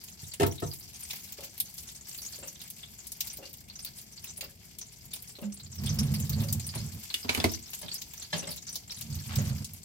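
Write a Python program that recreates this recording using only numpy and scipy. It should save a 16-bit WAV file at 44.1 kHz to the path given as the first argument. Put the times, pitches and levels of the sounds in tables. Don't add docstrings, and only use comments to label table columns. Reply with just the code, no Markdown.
import sys
import numpy as np
from scipy import signal
from scipy.fft import rfft, irfft, next_fast_len
from scipy.io import wavfile
from scipy.ndimage import uniform_filter1d

SR = 44100
rng = np.random.default_rng(int(sys.argv[2]) if len(sys.argv) > 2 else 0)


def wrap_up_sound(samples):
    columns = np.atleast_2d(samples).T
    tamed = np.clip(columns, -1, 1)
    steps = np.round(tamed * 32767).astype(np.int16)
    wavfile.write(sys.argv[1], SR, steps)


N = 433944
T = np.arange(SR // 3) / SR

# time in seconds, relative level in dB.
FRYING = [(0, -58), (.3, -60), (.75, -60), (1.2, -50.5), (1.65, -59), (2.25, -54.5), (2.95, -58),
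          (3.3, -54), (3.6, -60), (4.4, -58.5), (4.65, -64), (5.2, -58.5), (5.65, -66.5), (5.9, -53.5),
          (7.5, -53), (8.8, -58), (9.45, -49), (9.84, -62)]
# frequency in Hz, relative level in dB.
FOAM_COLOUR = [(410, -54), (700, -6.5), (800, -7), (1300, -12.5), (2200, -5.5), (3300, -2.5), (3900, -6.5),
               (4600, 2.5), (5760, 0), (8100, -2.5), (10000, -9.5), (13000, 0.5), (16000, -12.5)]


def foam(level_db=9.0, clump_db=2.0, size_db=7, skirt_db=-5, spread_db=5.0, count=12):
    drive = amp(along(FRYING, np.arange(N) / SR) + clump_db * wander(25))
    out = np.zeros((2, N))
    for hz in np.geomspace(700, 14000, count):
        clicks = evened(bursts(1500 / count, spread_db)) * drive
        size_colour = [(hz / 2, skirt_db), (hz, size_db), (hz * 2, skirt_db)]
        grain = colour(bowl(direct_db=-5.5), size_colour)
        out += signal.oaconvolve(grain, clicks[None], axes=1)[:, :N]
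    return amp(level_db) * colour(out, FOAM_COLOUR) / np.sqrt(count)


# start in seconds, body level in dB, fizz level in dB.
POPS = [(0.337, -39, -45), (0.4661, -40, -33), (0.5215, -47.5, -48.5), (0.735, -42.5, -43),
        (1.0255, -61, -51), (1.107, -35, -45), (1.3232, -40.5, -40), (1.4457, -45, -44), (1.579, -49, -42),
        (1.6016, -31.5, -26.5), (1.78, -42, -48.5), (2.0866, -55, -46), (2.4745, -47, -44),
        (2.6152, -43, -45.5), (2.702, -49, -40), (3.0694, -48, -43.5), (3.119, -40, -40),
        (3.2065, -30, -32), (3.272, -43, -40.5), (3.334, -52, -47), (3.3714, -51, -42), (3.848, -42, -36.5),
        (4.2418, -41, -42), (4.3746, -46, -46), (4.409, -34.5, -52), (4.4408, -50, -45),
        (4.7858, -42.5, -42.5), (5.1348, -35, -42.5), (5.2234, -57, -43.5), (5.8361, -41.5, -47.5),
        (5.8604, -36.5, -57), (5.9429, -48, -44), (5.9898, -35.5, -43), (6.0314, -44.5, -55),
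        (6.1397, -35, -44.5), (6.201, -49.5, -40), (6.2953, -38.5, -33), (6.4453, -60, -47),
        (6.5266, -31.5, -30), (6.597, -39, -48), (6.6694, -56, -42), (6.751, -42, -53),
        (7.5176, -44.5, -40.5), (7.7337, -39, -46), (7.9425, -37, -36.5), (8.0177, -39, -43),
        (8.1355, -43.5, -44), (8.5165, -47, -41), (8.756, -34.5, -37), (9.011, -41, -39),
        (9.1524, -46.5, -44), (9.3574, -33.5, -38.5), (9.4181, -64, -43.5), (9.6449, -37.5, -64),
        (9.735, -50, -44)]


def pops():
    out = np.zeros((2, N))
    for s, body_db, fizz_db in POPS:
        add(out, s, spit(body_db, fizz_db))
    return out


def crackle(body_db=4, fizz_db=4, spread_db=5.5, spatter_s=0.045, count=46, size=2):
    out = np.zeros((2, N))
    pair_starts = np.repeat(rng.uniform(0, N / SR, count), size)
    times = pair_starts + rng.exponential(spatter_s, count * size)
    strengths = spread_db * rng.standard_normal((len(times), 2)).clip(-2, 1.5)
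    for s, (body, fizz) in zip(times, strengths):
        add(out, s, amp(along(FRYING, s)) * spit(body_db + body, fizz_db + fizz))
    return out


# frequency in Hz, relative level in dB.
SNAP_COLOUR = [(300, -22), (900, -13), (1400, -25), (2200, -11), (4000, -5.5), (7000, -5), (9500, -6.5),
               (12500, -19), (16000, -14)]


def spit(body_db, fizz_db, tear_s=0.00013, slowing=0.9, body_direct_db=-7, fizz_direct_db=0, tint_db=1.64):
    dullness_db = np.clip(body_db - fizz_db, -8, 6)
    age = T[:600] / (tear_s * amp(slowing * dullness_db))
    tear = rng.standard_normal((1, len(age))) * age * np.exp(-2 * age)
    tint = [(hz, read(SNAP_COLOUR, hz) + tint_db * rng.standard_normal())
            for hz in np.geomspace(300, 16000, num=24)]
    body_path = bowl(direct_db=body_direct_db, focus_db=-16)
    body = colour(signal.fftconvolve(body_path, tear, axes=1), tint)
    fizz_path = bowl(direct_db=fizz_direct_db, focus_db=-30)
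    fizz = band(signal.fftconvolve(fizz_path, tear, axes=1), 10800, 15900)
    return amp(body_db) * onset_evened(body, count=660) + amp(fizz_db) * onset_evened(fizz, count=660)


# start in seconds, starting pitch in Hz, level in dB.
CHIRPS = [(0.317, 4560, -45.5), (0.511, 5800, -45), (0.579, 3860, -46.5), (0.713, 4800, -43),
          (1.032, 8900, -42), (2.184, 4630, -44), (2.261, 6600, -40), (2.387, 8700, -48.5),
          (2.431, 7350, -45.5), (2.48, 5950, -41.5), (2.83, 3430, -45), (2.986, 7060, -46.5),
          (3.299, 5830, -42.5), (3.329, 9000, -46), (3.453, 4430, -48.5), (3.698, 4350, -46.5),
          (3.755, 6030, -44.5), (3.791, 5100, -44.5), (3.823, 8900, -47), (3.861, 4600, -44.5),
          (3.972, 9040, -48.5), (4.175, 4500, -47.5), (4.288, 6150, -47.5), (4.371, 9700, -43),
          (4.445, 4820, -49), (4.813, 6060, -41), (5.008, 4950, -57), (5.13, 3600, -47), (5.352, 4080, -50),
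          (5.599, 4040, -50), (5.782, 5450, -45.5), (5.859, 8800, -50), (5.867, 3380, -38.5),
          (5.891, 5960, -36), (5.987, 5410, -31.5), (6.03, 8960, -46), (6.147, 4820, -41),
          (6.201, 7060, -43.5), (6.223, 6200, -45.5), (6.33, 4440, -40.5), (6.381, 7000, -49.5),
          (6.486, 4650, -41.5), (6.642, 5760, -45.5), (6.665, 9050, -38.5), (6.689, 4770, -41),
          (6.75, 9430, -42), (6.775, 4230, -45), (6.802, 5000, -47), (7.101, 4160, -40.5),
          (7.228, 4900, -44), (7.493, 5300, -41), (7.536, 5860, -36), (7.624, 7410, -48.5),
          (7.73, 2800, -50.5), (7.738, 6850, -45), (7.776, 7500, -49), (7.882, 3480, -41.5),
          (7.913, 4440, -38.5), (7.95, 5140, -40), (7.98, 6100, -45), (8.218, 4240, -44.5),
          (8.391, 5830, -39.5), (8.512, 4560, -41.5), (8.667, 6000, -45), (8.69, 5900, -40),
          (8.906, 5450, -40.5), (9.354, 7700, -41.5), (9.384, 6900, -39), (9.497, 4100, -56)]


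def chirps(twin_db=-6, twin_octaves=0.15, twin_s=0.006):
    out = np.zeros((2, N))
    for s, hz, db in CHIRPS:
        add(out, s, amp(db) * bubble(hz, ring_t60=0.0091, glide=0.045))
        twin_start = s + twin_s * (1 + rng.random())
        twin_hz = hz * 2 ** (twin_octaves * rng.standard_normal())
        add(out, twin_start, amp(db + twin_db) * bubble(twin_hz))
    return out


# time in seconds, relative level in dB.
SIMMER = [(0, -53), (.7, -45.5), (1.4, -55.5), (2.3, -42.5), (3.5, -76.5), (4.3, -45.5), (4.7, -56),
          (5.6, -45), (5.9, -52), (6.8, -49), (7.6, -49.5), (8.5, -40.5), (9.84, -52)]


def simmer(level_db=-5, centre_hz=6200, octaves=0.39, spread_db=3.0, clump_s=0.022, count=420, size=100):
    out = np.zeros((2, N))
    pitches = centre_hz * 2 ** (octaves * rng.standard_normal(size).clip(-2, 2))
    bubbles = [bubble(hz, ring_t60=0.0045, glide=0.06) for hz in pitches]
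    swarms = rng.uniform(0, N / SR, count // 3)
    times = rng.choice(swarms, count) + rng.exponential(clump_s, count)
    choices = rng.integers(0, size, count)
    strengths = rng.standard_normal(count).clip(-2, 1.5)
    for when, which, strength in zip(times, choices, strengths):
        db = level_db + along(SIMMER, when) + spread_db * strength
        add(out, when, amp(db) * bubbles[which])
    return out


def bubble(hz, ring_t60=0.0048, glide=0.18):
    age = T[:900] / (ring_t60 * np.sqrt(5000 / hz) * 2 ** rng.uniform(-0.28, 1))
    chirp = amp(-60 * age) * np.sin(2 * np.pi * hz * T[:900] * (1 + glide * age))
    return onset_evened(signal.fftconvolve(bowl(direct_db=-13.0), chirp[None], axes=1))


# middle in seconds, length in seconds, peak gain in dB.
STEAM = [(0.74, 0.27, -50), (1.182, 0.38, -51.5), (1.802, 0.1, -50), (2.25, 0.42, -50)]


def steam(lo_hz=10500, hi_hz=15000, grain_db=3):
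    t = np.arange(N) / SR
    swell = sum(amp(db) * np.cos(np.pi * np.clip((t - s) / length, -0.5, 0.5)) for s, length, db in STEAM)
    grains = bursts(6000, spread_db=grain_db)
    hiss = signal.oaconvolve(bowl(direct_db=-25), grains[None], axes=1)[:, :N]
    return swell * evened(band(hiss, lo_hz, hi_hz))


SCATTER_T60 = 0.065


def bowl(direct_db, focus_db=-10, far_db=-24, far_t60=0.39):
    decay = amp(-60 * T / SCATTER_T60) + amp(far_db - 60 * T / far_t60)
    path = evened(pair(len(T), 0.043)) * decay
    path *= 1 - np.exp(-T / 0.001)
    path /= np.linalg.norm(path[0])
    path[:, 0] += amp(direct_db) * amp([0, -7])
    crossing_s = rng.uniform(0.001343, 0.001666)
    for k in (1, 2):
        add(path, k * crossing_s, amp(focus_db) / k * rng.uniform(0.048, 1.0, (2, 1)))
    return placed(path, -1, right_db=rng.uniform(-0.6, 4.0))


# time in seconds, rumble level in dB.
ROLLS = [
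    [(5.6, -51.5), (5.758, -51), (5.788, -34), (6.0, -25.5), (6.196, -32), (6.426, -27), (6.48, -34.5),
     (6.522, -31.5), (6.728, -47.5), (6.774, -30), (6.916, -46.5), (6.962, -38), (7.1, -71)],
    [(8.95, -60), (9.098, -37), (9.256, -43.5), (9.382, -24.5), (9.44, -27), (9.452, -33), (9.48, -27.5),
     (9.61, -36.5), (9.724, -54), (9.746, -48.5), (9.776, -66), (9.794, -51), (9.83, -51)],
]
# frequency in Hz, relative level in dB.
RUMBLE_COLOUR = [(30, -29), (55, -14), (88, 5.5), (120, 0), (148, 4.5), (180, -9.5), (215, 0.5), (270, -21),
                 (350, -25), (600, -31.5), (1300, -37), (3000, -37.5), (8000, -92)]
GRASP_S, GRASP_DB, GRASP_HZ, GRASP_T60 = 5.421, -40, 202.6, 0.27


def drawer(judder_db=2.2, roll_rise_s=0.038):
    push, t = np.zeros(N), np.arange(N) / SR
    for rows in ROLLS:
        edge_distance_s = np.minimum(t - rows[0][0], rows[-1][0] - t)
        push += amp(along(rows, t)) * np.clip(edge_distance_s / roll_rise_s, 0, 1)
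    rumble = colour(pair(N, 1.0), RUMBLE_COLOUR)
    boom = push * evened(rumble * amp(judder_db * wander(40)))
    hum = ringing(GRASP_HZ, GRASP_T60, rise_s=0.0056, blur=0.033)
    add(boom, GRASP_S, amp(GRASP_DB) * hum)
    return placed(boom, -0.29, right_db=2.0)


# start in seconds, thud, body, clack, ring
# and click levels in dB, main ring in Hz, second ring in Hz.
CLATTER = [(6.756, -40.5, -44.5, -49, -54, -48, 2180, 3660),
           (7.1409, -54.5, -60, -37, -29, -35, 2830, 3520), (7.246, -37.5, -43, -48, -67, -64, 2350, 3440),
           (7.292, -34, -33, -29.5, -29, -44, 2317, 2172),
           (7.3478, -42, -41, -39.5, -33, -36.5, 2240, 2800),
           (7.374, -30, -36.5, -40.5, -47, -42, 2920, 3480), (7.4, -38, -41, -37, -35.5, -44, 3420, 5200),
           (7.441, -22.5, -26, -29.5, -31.5, -33.5, 2205, 1934)]
# frequency in Hz, level in dB, t60 in seconds.
TRAY = [(86, 1, 0.088), (168, -6.5, 0.049), (244, 6.5, 0.066), (334, 6, 0.06), (389, -10, 0.14),
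        (665, 3, 0.028), (950, -0.5, 0.029), (1340, -20, .023), (1730, -1, 0.039), (2190, -10, .02),
        (2530, 0, .021), (4615, 2.5, 0.034)]


def clatter(ring_t60=0.032, second_db=-2, click_t60=0.016, scatter_db=-11, scatter_t60=0.15):
    out = np.zeros((2, N))
    for s, *levels_db, ring_db, click_db, main_hz, second_hz in CLATTER:
        ring = ringing(main_hz, ring_t60, rise_s=0.00059, blur=0.056)
        ring += amp(second_db) * ringing(second_hz, ring_t60, rise_s=0.0016, blur=0.081)
        click_decay = amp(-60 * T / click_t60) + amp(scatter_db - 60 * T / scatter_t60)
        click = band(pair(len(T), 0.4) * click_decay, 3200, 14500)
        add(out, s, amp(ring_db) * onset_evened(ring) + amp(click_db) * onset_evened(click))
        add(out, s, knock(levels_db, TRAY, crack_db=6, crack_t60=0.068, rattle_db=3.5, rattle_t60=0.022,
                          tick_db=-12, tick_t60=0.18, swell_s=0.0032))
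    return placed(out, 0.85, right_db=2)


# start in seconds, thud level in dB, body level in dB, clack level in dB.
THUMPS = [(0.227, -44, -65, -65), (0.398, -39, -30.5, -35), (0.406, -30, -27, -36),
          (0.418, -40, -25.5, -36), (0.4297, -25, -41, -33), (0.4328, -27.5, -25.5, -47),
          (0.459, -34, -31, -49), (0.482, -36.5, -62, -64), (0.621, -37, -37.5, -51),
          (0.627, -39, -34.5, -49), (0.648, -33.5, -47, -68)]
# frequency in Hz, level in dB, t60 in seconds.
COUNTER = [(97, -5, 0.092), (150.7, 0, 0.093), (265, -6.5, 0.034), (346, 1.5, 0.043), (396, 3.5, 0.068),
           (467, -11, 0.073), (687.6, -1, 0.086), (914, -3.5, .07), (1297, -1, 0.044), (1780, 6, 0.032),
           (2040, -12, 0.06), (2850, -10.5, .04)]


def thumps():
    out = np.zeros((2, N))
    for s, *levels_db in THUMPS:
        add(out, s, knock(levels_db, COUNTER, crack_db=0, crack_t60=0.12, rattle_db=-3.5, rattle_t60=0.019,
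                          tick_db=-2, tick_t60=0.042, swell_s=0.0015, touch_s=0.0013,
                          deep_hz=74.6, thud_hz=237, low_hz=1190, top_hz=3340))
    return placed(out, 0.85, right_db=0.5)


# start in seconds, thud level in dB, body level in dB, clack level in dB.
DISH_KNOCKS = [(7.828, -46, -47.5, -46.5), (8.328, -35, -34, -29), (8.473, -42.5, -46.5, -44)]
# frequency in Hz, level in dB, t60 in seconds.
DISH = [(169, -7, 0.19), (603, -6, 0.18), (917, -1.5, 0.055), (1340, -13, 0.053), (1700, 9, 0.068),
        (2100, 6, 0.07), (3150, 2, 0.087), (4080, 6, 0.042), (4560, -7, .1), (5570, -5, .08),
        (6750, -12, .09)]


def dish():
    out = np.zeros((2, N))
    for s, *levels_db in DISH_KNOCKS:
        add(out, s, knock(levels_db, DISH, crack_db=1.5, crack_t60=0.22, rattle_db=-4, rattle_t60=0.04,
                          tick_db=-23, tick_t60=0.18, touch_s=0.0027, low_hz=1450, top_hz=5030))
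    return placed(out, 0, right_db=1.5)


def knock(levels_db, modes, crack_db, crack_t60, rattle_db, rattle_t60, tick_db, tick_t60, swell_s=0.005,
          touch_s=0.00089, deep_hz=85, thud_hz=400, low_hz=1900, top_hz=4800):
    ring = 0
    for hz, db, t60 in modes:
        phase = rng.normal(0, min(hz / 1500, 2), (2, 1))
        ring = ring + amp(db - 60 * T / t60) * np.sin(2 * np.pi * hz * T + phase)
    contact = rng.standard_normal(len(T)) * amp(-60 * T / rattle_t60)
    contact *= amp(rattle_db) / np.linalg.norm(contact)
    contact[0] += 1
    hit = onset_evened(signal.fftconvolve(ring, contact[None], axes=1)[:, :len(T)])
    hit += amp(crack_db) * onset_evened(pair(len(T), 0.2) * amp(-60 * T / crack_t60))
    slow_hit = hit * (1 - np.exp(-T / swell_s))
    thud = band(band(slow_hit, deep_hz, thud_hz), deep_hz, thud_hz)
    body = band(hit, 290, 1110)
    tick = onset_evened(band(pair(len(T), 0.31), 1600, 11400) * amp(-60 * T / tick_t60))
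    clack = onset_evened(band(hit, low_hz, top_hz)) + amp(tick_db) * tick
    touch = 1 - np.exp(-T / touch_s)
    return sum(amp(db) * onset_evened(part * touch, count=1100)
               for db, part in zip(levels_db, (thud, body, clack)))


# start in seconds, length in seconds, starting gain in dB.
SLIDES = [(6.73, 0.056, -42.5), (7.282, 0.203, -36.5), (8.464, 0.056, -43.5), (9.289, 0.24, -41)]


def slides(lo_hz=650, hi_hz=4000, rise_s=0.009, fade_db=-16, grain_db=4):
    out = np.zeros((2, N))
    catch_strength = uniform_filter1d(bursts(1800, grain_db), 60)
    catches = evened(band(pair(N, 0.13) * catch_strength, lo_hz, hi_hz))
    for s, length, db in SLIDES:
        t = np.arange(0, length, 1 / SR)
        edges = np.clip(np.minimum(t, length - t) / rise_s, 0, 1)
        shove = edges * amp(db + fade_db * t / length)
        add(out, s, shove * catches[:, round(s * SR):][:, :len(t)])
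    return placed(out, 0.8, right_db=1.5)


# start in seconds, then relative step, settling and gear ring levels in dB.
TICKS = [(1.385, -48.5, -59, -54.5), (2.385, -55, -53, -51), (3.385, -51.5, -54, -54),
         (4.384, -60, -54.5, -52), (5.385, -50.5, -51.5, -54), (6.384, -56, -50.5, -51),
         (8.383, -55, -49, -48.5), (9.386, -48, -60, -68)]


def clock(case_hz=555, case_t60=0.25, settle_s=0.039, gear_hz=2740, gear_t60=0.13,
          shake_db=1, rattle_db=2, level_db=-2.5):
    out = np.zeros((2, N))
    for s, step_db, settle_db, gear_db in TICKS:
        for delay_s, db in ((0, step_db), (settle_s, settle_db)):
            shake = onset_evened(band(pair(len(T), 0.81) * amp(-60 * T / case_t60), 220, 676))
            case = ringing(case_hz, case_t60, rise_s=0.0013, blur=0.08)
            add(out, s + delay_s, amp(db) * (case + amp(shake_db) * shake))
        rattle = band(pair(len(T), 0.33), 720, 4000) * amp(-60 * T / 0.093)
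        rattle = onset_evened(rattle * (1 - np.exp(-T / 0.018)))
        gears = ringing(gear_hz, gear_t60, rise_s=0.003, blur=0.037)
        add(out, s + settle_s, amp(gear_db) * (gears + amp(rattle_db) * rattle))
    return amp(level_db) * out


def ringing(hz, t60, rise_s, blur, count=5):
    modes = 0
    for k in rng.uniform(-0.81, 1, count):
        cycles = hz * (1 + blur * k) * T + rng.random()
        phase = rng.normal(0, min(hz / 1500, 2), (2, 1))
        modes = modes + np.sin(2 * np.pi * cycles + phase)
    return onset_evened(modes * amp(-60 * T / t60) * (1 - np.exp(-T / rise_s)))


# frequency in Hz, relative level in dB.
FLAME_COLOUR = [(15, -37), (25, -18), (64, 1), (96, 0), (212, -4), (289, -15), (393, -15), (535, -23.5),
                (674, -19), (1300, -35), (1600, -34), (2230, -18.5), (2500, -51), (3250, -42), (5500, -120)]


def flame(level_db=-57, flutter_db=-1.0):
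    murmur = evened(colour(pair(N, 0.94), FLAME_COLOUR))
    return amp(level_db + flutter_db * wander(11.0)) * placed(murmur, -0.59, right_db=-3.5)


# frequency in Hz, t60 in seconds.
KITCHEN_T60 = [(100, 0.47), (500, 0.24), (2000, 0.16), (6000, 0.14), (16000, 0.15)]


def kitchen(x):
    hz, t, z = signal.stft(rng.standard_normal((2, SR // 2)), SR, nperseg=256)
    decay = amp(-60 * t / read(KITCHEN_T60, hz)[:, None]) * (1 - np.exp(-t / 0.00033))
    tail = signal.istft(z * decay, SR, nperseg=256)[1]
    return signal.oaconvolve(x, tail / np.linalg.norm(tail[0]), axes=1)[:, :N]


SPACING_S = 0.00052


def placed(x, side, right_db=0):
    lag = round(min(abs(side), 1) * SPACING_S * SR)
    delays = (lag, 0) if side > 0 else (0, lag)
    delayed = np.array([np.pad(v, (d, 0))[:len(v)] for v, d in zip(x, delays)])
    return delayed * amp([[-right_db / 2], [right_db / 2]])


def pair(size, same):
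    shared, same = rng.standard_normal(size), np.clip(same, 0, 1)
    return np.sqrt(same) * shared + np.sqrt(1 - same) * rng.standard_normal((2, size))


def bursts(per_s, spread_db):
    return (rng.random(N) < per_s / SR) * amp(spread_db * np.minimum(rng.exponential(1, N), 4))


def wander(per_s):
    knots = rng.standard_normal(4096)
    return np.interp(np.arange(N) / SR * per_s, np.arange(len(knots)), knots)


def amp(db):
    return 10 ** (np.asarray(db) / 20)


def evened(x):
    return x / np.sqrt(np.mean(x ** 2) + 1e-20)


def onset_evened(x, count=900):
    return x / np.sqrt(np.mean(x[:, :count] ** 2) + 1e-20)


def along(curve, s):
    return np.interp(s, *np.transpose(curve))


def read(points, hz):
    f, value = np.transpose(points)
    return np.interp(np.log(hz + 1), np.log(f + 1), value)


def add(mix, s, sound):
    part = mix[:, max(round(s * SR), 0):][:, :sound.shape[1]]
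    part += sound[:, :part.shape[1]]


def colour(x, points):
    size = next_fast_len(x.shape[-1] + 2048)
    log_gain = np.log(amp(read(points, abs(np.fft.fftfreq(size, 1 / SR)))))
    response = np.exp(np.conj(signal.hilbert(log_gain)))[:size // 2 + 1]
    return irfft(rfft(x, size) * response, size)[..., :x.shape[-1]]


def band(x, lo_hz, hi_hz):
    sos = signal.butter(2, [lo_hz, min(hi_hz, SR / 2 - 1)], "band", fs=SR, output="sos")
    return signal.sosfilt(sos, x)


def scene():
    wok = pops() + chirps() + crackle() + foam() + steam() + simmer() + flame()
    work = thumps() + clatter() + slides() + dish() + clock()
    return wok + drawer() + work + amp(-8.0) * kitchen(work)


# frequency in Hz, left minus right in dB.
EAR_TILT = [(100, -1.5), (400, 1), (2200, 1), (4500, 0.5), (8000, 4.5), (12000, 3), (16000, -1)]
EDGE_HZ = 16100


def record(dry):
    sides = [colour(x, [(hz, sign * db / 2) for hz, db in EAR_TILT]) for x, sign in zip(dry, (1, -1))]
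    low_pass = signal.firwin(255, EDGE_HZ, window=("kaiser", 8), fs=SR)
    return signal.oaconvolve(np.array(sides), low_pass[None], "same")


dry = scene()
out = record(dry)
wrap_up_sound(out)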